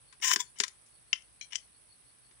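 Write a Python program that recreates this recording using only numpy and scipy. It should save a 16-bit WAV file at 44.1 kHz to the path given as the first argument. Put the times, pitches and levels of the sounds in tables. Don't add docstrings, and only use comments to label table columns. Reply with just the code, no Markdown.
import sys
import numpy as np
from scipy import signal
from scipy.fft import rfft, irfft, next_fast_len
from scipy.io import wavfile
from scipy.ndimage import map_coordinates

SR = 44100
rng = np.random.default_rng(int(sys.argv[2]) if len(sys.argv) > 2 else 0)


def persist_wave(psi):
    counts = np.round(np.clip(psi, -1, 1) * 32767).astype(np.int16)
    wavfile.write(sys.argv[1], SR, np.atleast_2d(counts).T)


N = 105840
T = np.arange(N) / SR
IMPACT_T = T[:SR // 4]

# frequency_hz, density_db
AIR_SPECTRUM = [(25, -20.5), (45, -1), (58, 15.5), (80, 2), (118, 11), (160, 2), (400, -2.5), (1500, -3.5),
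                (3500, -5), (6000, -7.5), (7200, -17.5), (10000, -12), (12000, -45)]
LOW_CHORUS = [(6500, -44.5), (7400, -15), (7900, 3), (8600, 3), (9000, -9.5), (10500, -20), (11000, -26.5),
              (12000, -58)]
HIGH_CHORUS = [(7500, -49.5), (8900, -20.5), (9300, 4.5), (9900, 2.5), (10500, -1), (10800, -14),
               (11400, -30.5), (13800, -52), (14800, -30), (15700, -37), (16300, -71.5)]
# centre_s, level_db
CHIRPS = [(.11, -66.5), (.47, -64), (.95, -67.5), (1.109, -69.5), (1.27, -70.5), (1.43, -65),
          (1.625, -68.5), (1.762, -69), (1.925, -65), (2.09, -68.5), (2.261, -69)]
# start_s, level_db, crack_t60_s, tilt_db_per_octave, thump_db
BOLT_IMPACTS = [(.125, -46.5, 0.067, -3.5, -18), (.199, -53, 0.033, -2, 0), (0.2857, -23, 0.026, 0, -41),
                (0.3086, -24, 0.022, -11.5, -20.5), (0.3134, -15.5, 0.019, -5.5, -36),
                (0.3594, -15, .024, -1, -24), (0.557, -56, 0.018, -11, -11),
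                (0.5855, -35.5, 0.08, 14.5, -52), (0.6005, -14, 0.043, 1, -16.5),
                (0.6354, -19, 0.037, 0, -36.5), (.679, -32.5, 0.025, 5, -35), (.86, -59, 0.25, 7.5, -25),
                (2.31, -53, .1, -6, -4.5)]
# frequency_hz, density_db
BOLT_CRACK = [(100, -74.5), (250, -25.5), (400, -36.5), (620, -30), (950, -11), (1700, 4), (3100, -1.5),
              (4400, -4), (5400, 0.5), (7200, -6), (8500, -9.5), (10500, -4), (12500, -34.5),
              (14800, -15.5), (16300, -18.5)]
TRIGGER_CRACK = [(100, -54.5), (500, -36.5), (1000, -18), (1500, -8.5), (1900, -3), (3100, -1), (3900, -17),
                 (4600, -12.5), (5200, -1), (6400, -4), (7600, -13), (10000, -16.5), (13000, -41.5),
                 (15000, -29.5)]
FRICTION_SPECTRUM = [(60, -82), (170, -62), (400, -21.5), (600, -49), (850, -7), (1250, -30), (1700, 1.5),
                     (3100, -6), (4500, -16.5), (5400, 1), (7200, -15.5), (8500, 2.5), (10500, -7),
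                     (13300, -25.5), (14800, 4.5), (15800, -3.5), (16500, -25)]
# pitch_hz, level_db, t60_s
RECEIVER_MODES = [(1030, -7, .09), (1600, -7, .05), (1950, -5, .05), (2900, 0, .05), (3620, 0, .06),
                  (4150, -7, .04), (4990, 0, .05), (5420, 3, .05), (5850, -6, .04), (6680, -5, .04),
                  (7170, -2, .05), (8100, -7, .04)]
STOCK_MODES = [(230, -0.5, 0.036), (345, -0.5, 0.055), (405.7, -1.5, 0.096)]
TRIGGER_MODES = [(1030, -26, .04), (1350, -23, .03), (1800, -12, .025), (2080, -8, .025), (2400, -6, .022),
                 (2760, -2, .025), (3060, 3, .024), (3330, -10, .025), (5030, -6, .025), (5350, -12, .022),
                 (5770, -7, .024), (6100, -12, .022), (6720, -19, .025), (8750, -30, .025)]
# time_s, level_db
STROKE = [(.212, -51.5), (.223, -36), (.245, -21), (.265, -26), (.278, -20.5), (.298, -27.5), (.316, -17.5),
          (.326, -24.5), (.336, -11.5), (.344, -32), (.358, -73.5)]
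# centre_hz, bandwidth_hz, gain_db
RAIL_RESONANCES = [(1890, 130, -3), (3060, 110, 1), (3590, 90, -6), (5390, 120, 0), (5810, 90, -1),
                   (6050, 160, 0), (6640, 140, -1), (7210, 110, -2)]
CHATTER_RESONANCES = [(1560, 57, -4), (2080, 84, -11), (2506, 76, -1), (2990, 120, -1), (3453, 81, -7),
                      (5390, 190, -6), (6200, 157, -1), (7040, 130, 0.5)]
DRAG_RESONANCES = [(1000, 80, -8), (1350, 52, -9.5), (1820, 200, -10.5), (2200, 250, -1), (2890, 200, 2),
                   (5080, 200, -7), (5560, 200, -7)]
SPRING_RESONANCES = [(435, 58, -10), (998, 22, 1), (2170, 300, -7), (3530, 210, -4.5), (5100, 400, -5.5),
                     (6000, 500, -10), (7200, 130, -2.5)]
CATCH_RESONANCES = [(2367, 79, 8), (3200, 124, 5), (4090, 92, 8), (5810, 490, 4), (7000, 500, -35)]
# start_s, length_s, level_db
DRAGS = [(0.222, 0.03, -28), (0.5605, 0.041, -52.5), (1.506, 0.013, -53.5), (1.525, 0.013, -34.5),
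         (1.54, 0.015, -42.5)]
# start_s, level_db, tilt_db_per_octave, crack_db, crack_t60_s
TRIGGER_IMPACTS = [(1.129, -14, -0.5, -13.5, .018), (1.1318, -25, -8.5, -7.5, .025),
                   (1.156, -43, -10, -15, .03), (1.183, -49.5, 0, -13, .03), (1.2207, -54, 2, -3.5, .03),
                   (1.5213, -39.5, 4, -30, 0.027), (1.548, -44.5, 6, 2.5, .03),
                   (1.5549, -21, 5.5, -5.5, 0.032)]
# start_s, level_db, t60_s
CATCH_CONTACTS = [(1.41, -31, 0.048), (1.424, -41, 0.096), (1.441, -47.5, .05)]
# frequency_hz, t60_s
TREE_DECAY = [(200, .2), (1000, 0.25), (3000, 0.2), (7000, 0.2), (12000, 0.19)]
# delay_s, level_db
TRUNK_ECHOES = [(0.029, -27.5), (.054, -44), (.093, -46.5)]
# time_s, gain_db
TURN_AWAY = [(.3, -1.5), (.62, -3), (1.13, -2.5), (1.41, -7.5), (1.55, -9)]
# frequency_hz, gain_db
LEFT_MIC = [(200, -10), (7500, 1.5), (8700, -3.5), (10000, -33), (12000, -27), (14800, -23.5),
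            (16000, -29.5)]
RIGHT_MIC = [(200, -12.5), (1200, -11), (2800, -15.5), (5000, -15), (7000, -9.5), (8200, -17), (9500, -7.5),
             (15000, -10.5)]


def amp(db):
    return 10 ** (np.asarray(db) / 20)


def unit(x):
    return x / np.sqrt(np.mean(x ** 2) + 1e-20)


def onset_unit(x):
    return x / np.sqrt(np.mean(x[:132] ** 2) + 1e-20)


def along(points, hz):
    point_hz, values = np.transpose(points)
    return np.interp(np.log(hz + 1), np.log(point_hz + 1), values)


def filtered(x, response):
    size = x.shape[-1]
    padded = next_fast_len(size + SR // 4)
    return irfft(rfft(x, padded) * response(np.fft.rfftfreq(padded, 1 / SR)), padded)[..., :size]


def coloured(x, points, tilt_db=0, size=4096):
    hz = np.fft.rfftfreq(size, 1 / SR)
    octaves = np.log2(np.clip(hz, 800, 8000) / 4000)
    cepstrum = irfft(np.log(amp(along(points, hz) + tilt_db * octaves)))
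    cepstrum[1:size // 2] *= 2
    cepstrum[size // 2 + 1:] = 0
    return signal.fftconvolve(x, irfft(np.exp(rfft(cepstrum))))[:len(x)]


def bandpass(x, low_hz, high_hz):
    return signal.sosfilt(signal.butter(3, [low_hz, high_hz], "band", fs=SR, output="sos"), x)


def resonate(x, peaks):
    return filtered(x, lambda f: sum(amp(db) * 1j * f * width / (hz * hz - f * f + 1j * f * width)
                                     for hz, width, db in peaks))


def fade(t60):
    return amp(-60 * IMPACT_T / t60)


def burst(t60):
    return rng.standard_normal(len(IMPACT_T)) * fade(t60)


def ring(modes, tilt_db=0, spread_db=3):
    vibration = 0
    for hz, db, t60 in modes:
        gain = amp(db + tilt_db * np.log2(hz / modes[0][0]) + spread_db * rng.normal())
        vibration += gain * fade(t60) * rng.choice([-1, 1]) * np.sin(2 * np.pi * hz * IMPACT_T)
    return onset_unit(vibration)


def add(track, start_s, sound):
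    part = track[round(start_s * SR):][:len(sound)]
    part += sound[:len(part)]


def impulses(per_s):
    return (rng.random(N) < per_s / SR) * rng.choice([-1, 1], N)


def slips(per_s=3500, spread_db=4.5):
    return impulses(per_s) * amp(spread_db * rng.standard_normal(N))


def hiss(spectrum, flutter_db=0, flutter_per_s=60):
    flutter = map_coordinates(rng.standard_normal(1000), [T * flutter_per_s], mode="mirror")
    return unit(coloured(rng.standard_normal(N), spectrum) * amp(flutter_db * flutter))


def woodland():
    chirps = insect_chirps()
    left = amp(-64.5) * hiss(AIR_SPECTRUM) + chirps + amp(-67.5) * hiss(LOW_CHORUS, flutter_db=1)
    right = coloured(amp(-62.5) * hiss(AIR_SPECTRUM) + chirps, RIGHT_MIC)
    right += amp(-60.5) * hiss(HIGH_CHORUS, flutter_db=1) + amp(-81.5) * hiss(LOW_CHORUS)
    return np.array([left, right])


def insect_chirps(pitch_hz=4410, half_width_hz=150, sigma_s=.024):
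    carrier = filtered(rng.standard_normal(N), lambda f: np.exp(-((f - pitch_hz) / half_width_hz) ** 2))
    envelope = sum(amp(db) * np.exp(-((T - centre_s) / sigma_s) ** 2 / 2) for centre_s, db in CHIRPS)
    return unit(carrier) * envelope


def bolt_impacts(crack_db=-3, receiver_db=-5.5):
    out = np.zeros(N)
    for start_s, db, t60, tilt_db, thump_db in BOLT_IMPACTS:
        crack = amp(crack_db) * onset_unit(coloured(burst(t60), BOLT_CRACK, tilt_db))
        steel = amp(receiver_db) * bandpass(ring(RECEIVER_MODES, tilt_db) * fade(3 * t60), 567, 9200)
        thump = amp(thump_db) * ring(STOCK_MODES)
        add(out, start_s, amp(db) * (crack + steel + thump))
    return out


def bolt_slide(stock_hz=406, stock_width_hz=65, hum_db=-28):
    friction = slips()
    ticks = impulses(per_s=200)
    scrape = unit(coloured(friction, FRICTION_SPECTRUM))
    rails = amp(-4) * unit(bandpass(resonate(friction, RAIL_RESONANCES), 1200, 10000))
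    chatter = amp(-3) * unit(bandpass(resonate(ticks, CHATTER_RESONANCES), 1700, 14000))
    effort = amp(np.interp(T, *np.transpose(STROKE), left=-120, right=-120))
    stock = [(stock_hz, stock_width_hz, 0)]
    hum = unit(resonate(resonate(friction * effort, stock), stock)) * np.sqrt(np.mean(effort ** 2))
    return unit(scrape + rails + chatter) * effort + amp(hum_db) * hum


def drags(edge_s=.009):
    envelope = np.zeros(N)
    for start_s, length_s, db in DRAGS:
        inside_s = np.minimum(T - start_s, start_s + length_s - T)
        envelope += amp(db) * np.clip(inside_s / edge_s + .5, 0, 1)
    return envelope * unit(bandpass(resonate(slips(), DRAG_RESONANCES), 860, 7500))


def magazine_tube(start_s=.243, release_s=.328, t60=.11, pitch_hz=1045, sag_hz_per_s=462, waver_hz=9):
    age_s = T - start_s
    envelope = np.clip(age_s / .0027, 0, 1) * amp(-60 * np.maximum(T - release_s, 0) / t60)
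    waver = map_coordinates(rng.standard_normal(600), [T * 120], mode="mirror")
    hz = pitch_hz - sag_hz_per_s * np.clip(age_s, 0, .1) + waver_hz * waver
    level_db = -36.5 + 2 * np.roll(waver, SR)
    return amp(level_db) * envelope * np.sqrt(2) * np.sin(2 * np.pi * np.cumsum(hz) / SR)


def spring_shiver(peak_s=.403, rise_s=.005, t60=.053, level_db=-23.5):
    age_s = T - peak_s
    envelope = np.exp(np.minimum(age_s, 0) / rise_s) * amp(-60 * np.maximum(age_s, 0) / t60)
    coils = unit(resonate(slips(), SPRING_RESONANCES))
    scrape = amp(-6) * unit(coloured(slips(), FRICTION_SPECTRUM, tilt_db=1))
    return amp(level_db) * envelope * (coils + scrape)


def spring_squeak(centre_s=.405, sigma_s=.0036, pitch_hz=3424, rise_hz_per_s=10000, level_db=-26):
    age_s = T - centre_s
    hz = pitch_hz + rise_hz_per_s * np.clip(age_s, -.02, .02)
    phase = 2 * np.pi * np.cumsum(hz) / SR
    envelope = np.exp(-(age_s / sigma_s) ** 2 / 2)
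    return amp(level_db) * envelope * (np.sin(phase) + amp(-2) * np.sin(2 * phase))


def trigger_group():
    out = np.zeros(N)
    for start_s, db, tilt_db, crack_db, t60 in TRIGGER_IMPACTS:
        crack = amp(crack_db) * onset_unit(coloured(burst(t60), TRIGGER_CRACK, tilt_db))
        add(out, start_s, amp(db) * (ring(TRIGGER_MODES, tilt_db) + crack))
    return bandpass(out, 1200, 17000)


def catch():
    out = np.zeros(N)
    for start_s, db, t60 in CATCH_CONTACTS:
        add(out, start_s, amp(db) * onset_unit(resonate(burst(t60), CATCH_RESONANCES)))
    return bandpass(out, 1600, 6240)


def scatter(x, near_db, trees_db=-15):
    hz, time_s, spectra = signal.stft(rng.standard_normal(SR // 2), SR, nperseg=256)
    decay = amp(-60 * time_s / along(TREE_DECAY, hz)[:, None])
    _, tail = signal.istft(spectra * decay, SR, nperseg=256)
    response = amp(trees_db) * tail / np.linalg.norm(tail)
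    near = burst(t60=.057)
    add(response, 0, amp(near_db) * near / np.linalg.norm(near))
    for delay_s, db in TRUNK_ECHOES:
        echo = burst(t60=.008)
        add(response, delay_s, amp(db) * echo / np.linalg.norm(echo))
    return signal.fftconvolve(x, response)[:N]


def at_microphones(x, lag_s=.00102):
    left = np.pad(x, (round(lag_s * SR), 0))[:N]
    right = x * amp(np.interp(T, *np.transpose(TURN_AWAY)))
    return np.array([coloured(left + scatter(left, near_db=-19.5), LEFT_MIC),
                     coloured(right + scatter(right, near_db=-2.5), RIGHT_MIC)])


def scene():
    parts = [bolt_slide() + magazine_tube(), spring_shiver() + spring_squeak() + drags(),
             bolt_impacts(), trigger_group(), catch()]
    return sum(at_microphones(bandpass(part, 180, 17000)) for part in parts) + woodland()


def record(dry):
    return filtered(dry, lambda hz: hz < 16200)


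dry = scene()
out = record(dry)
persist_wave(out)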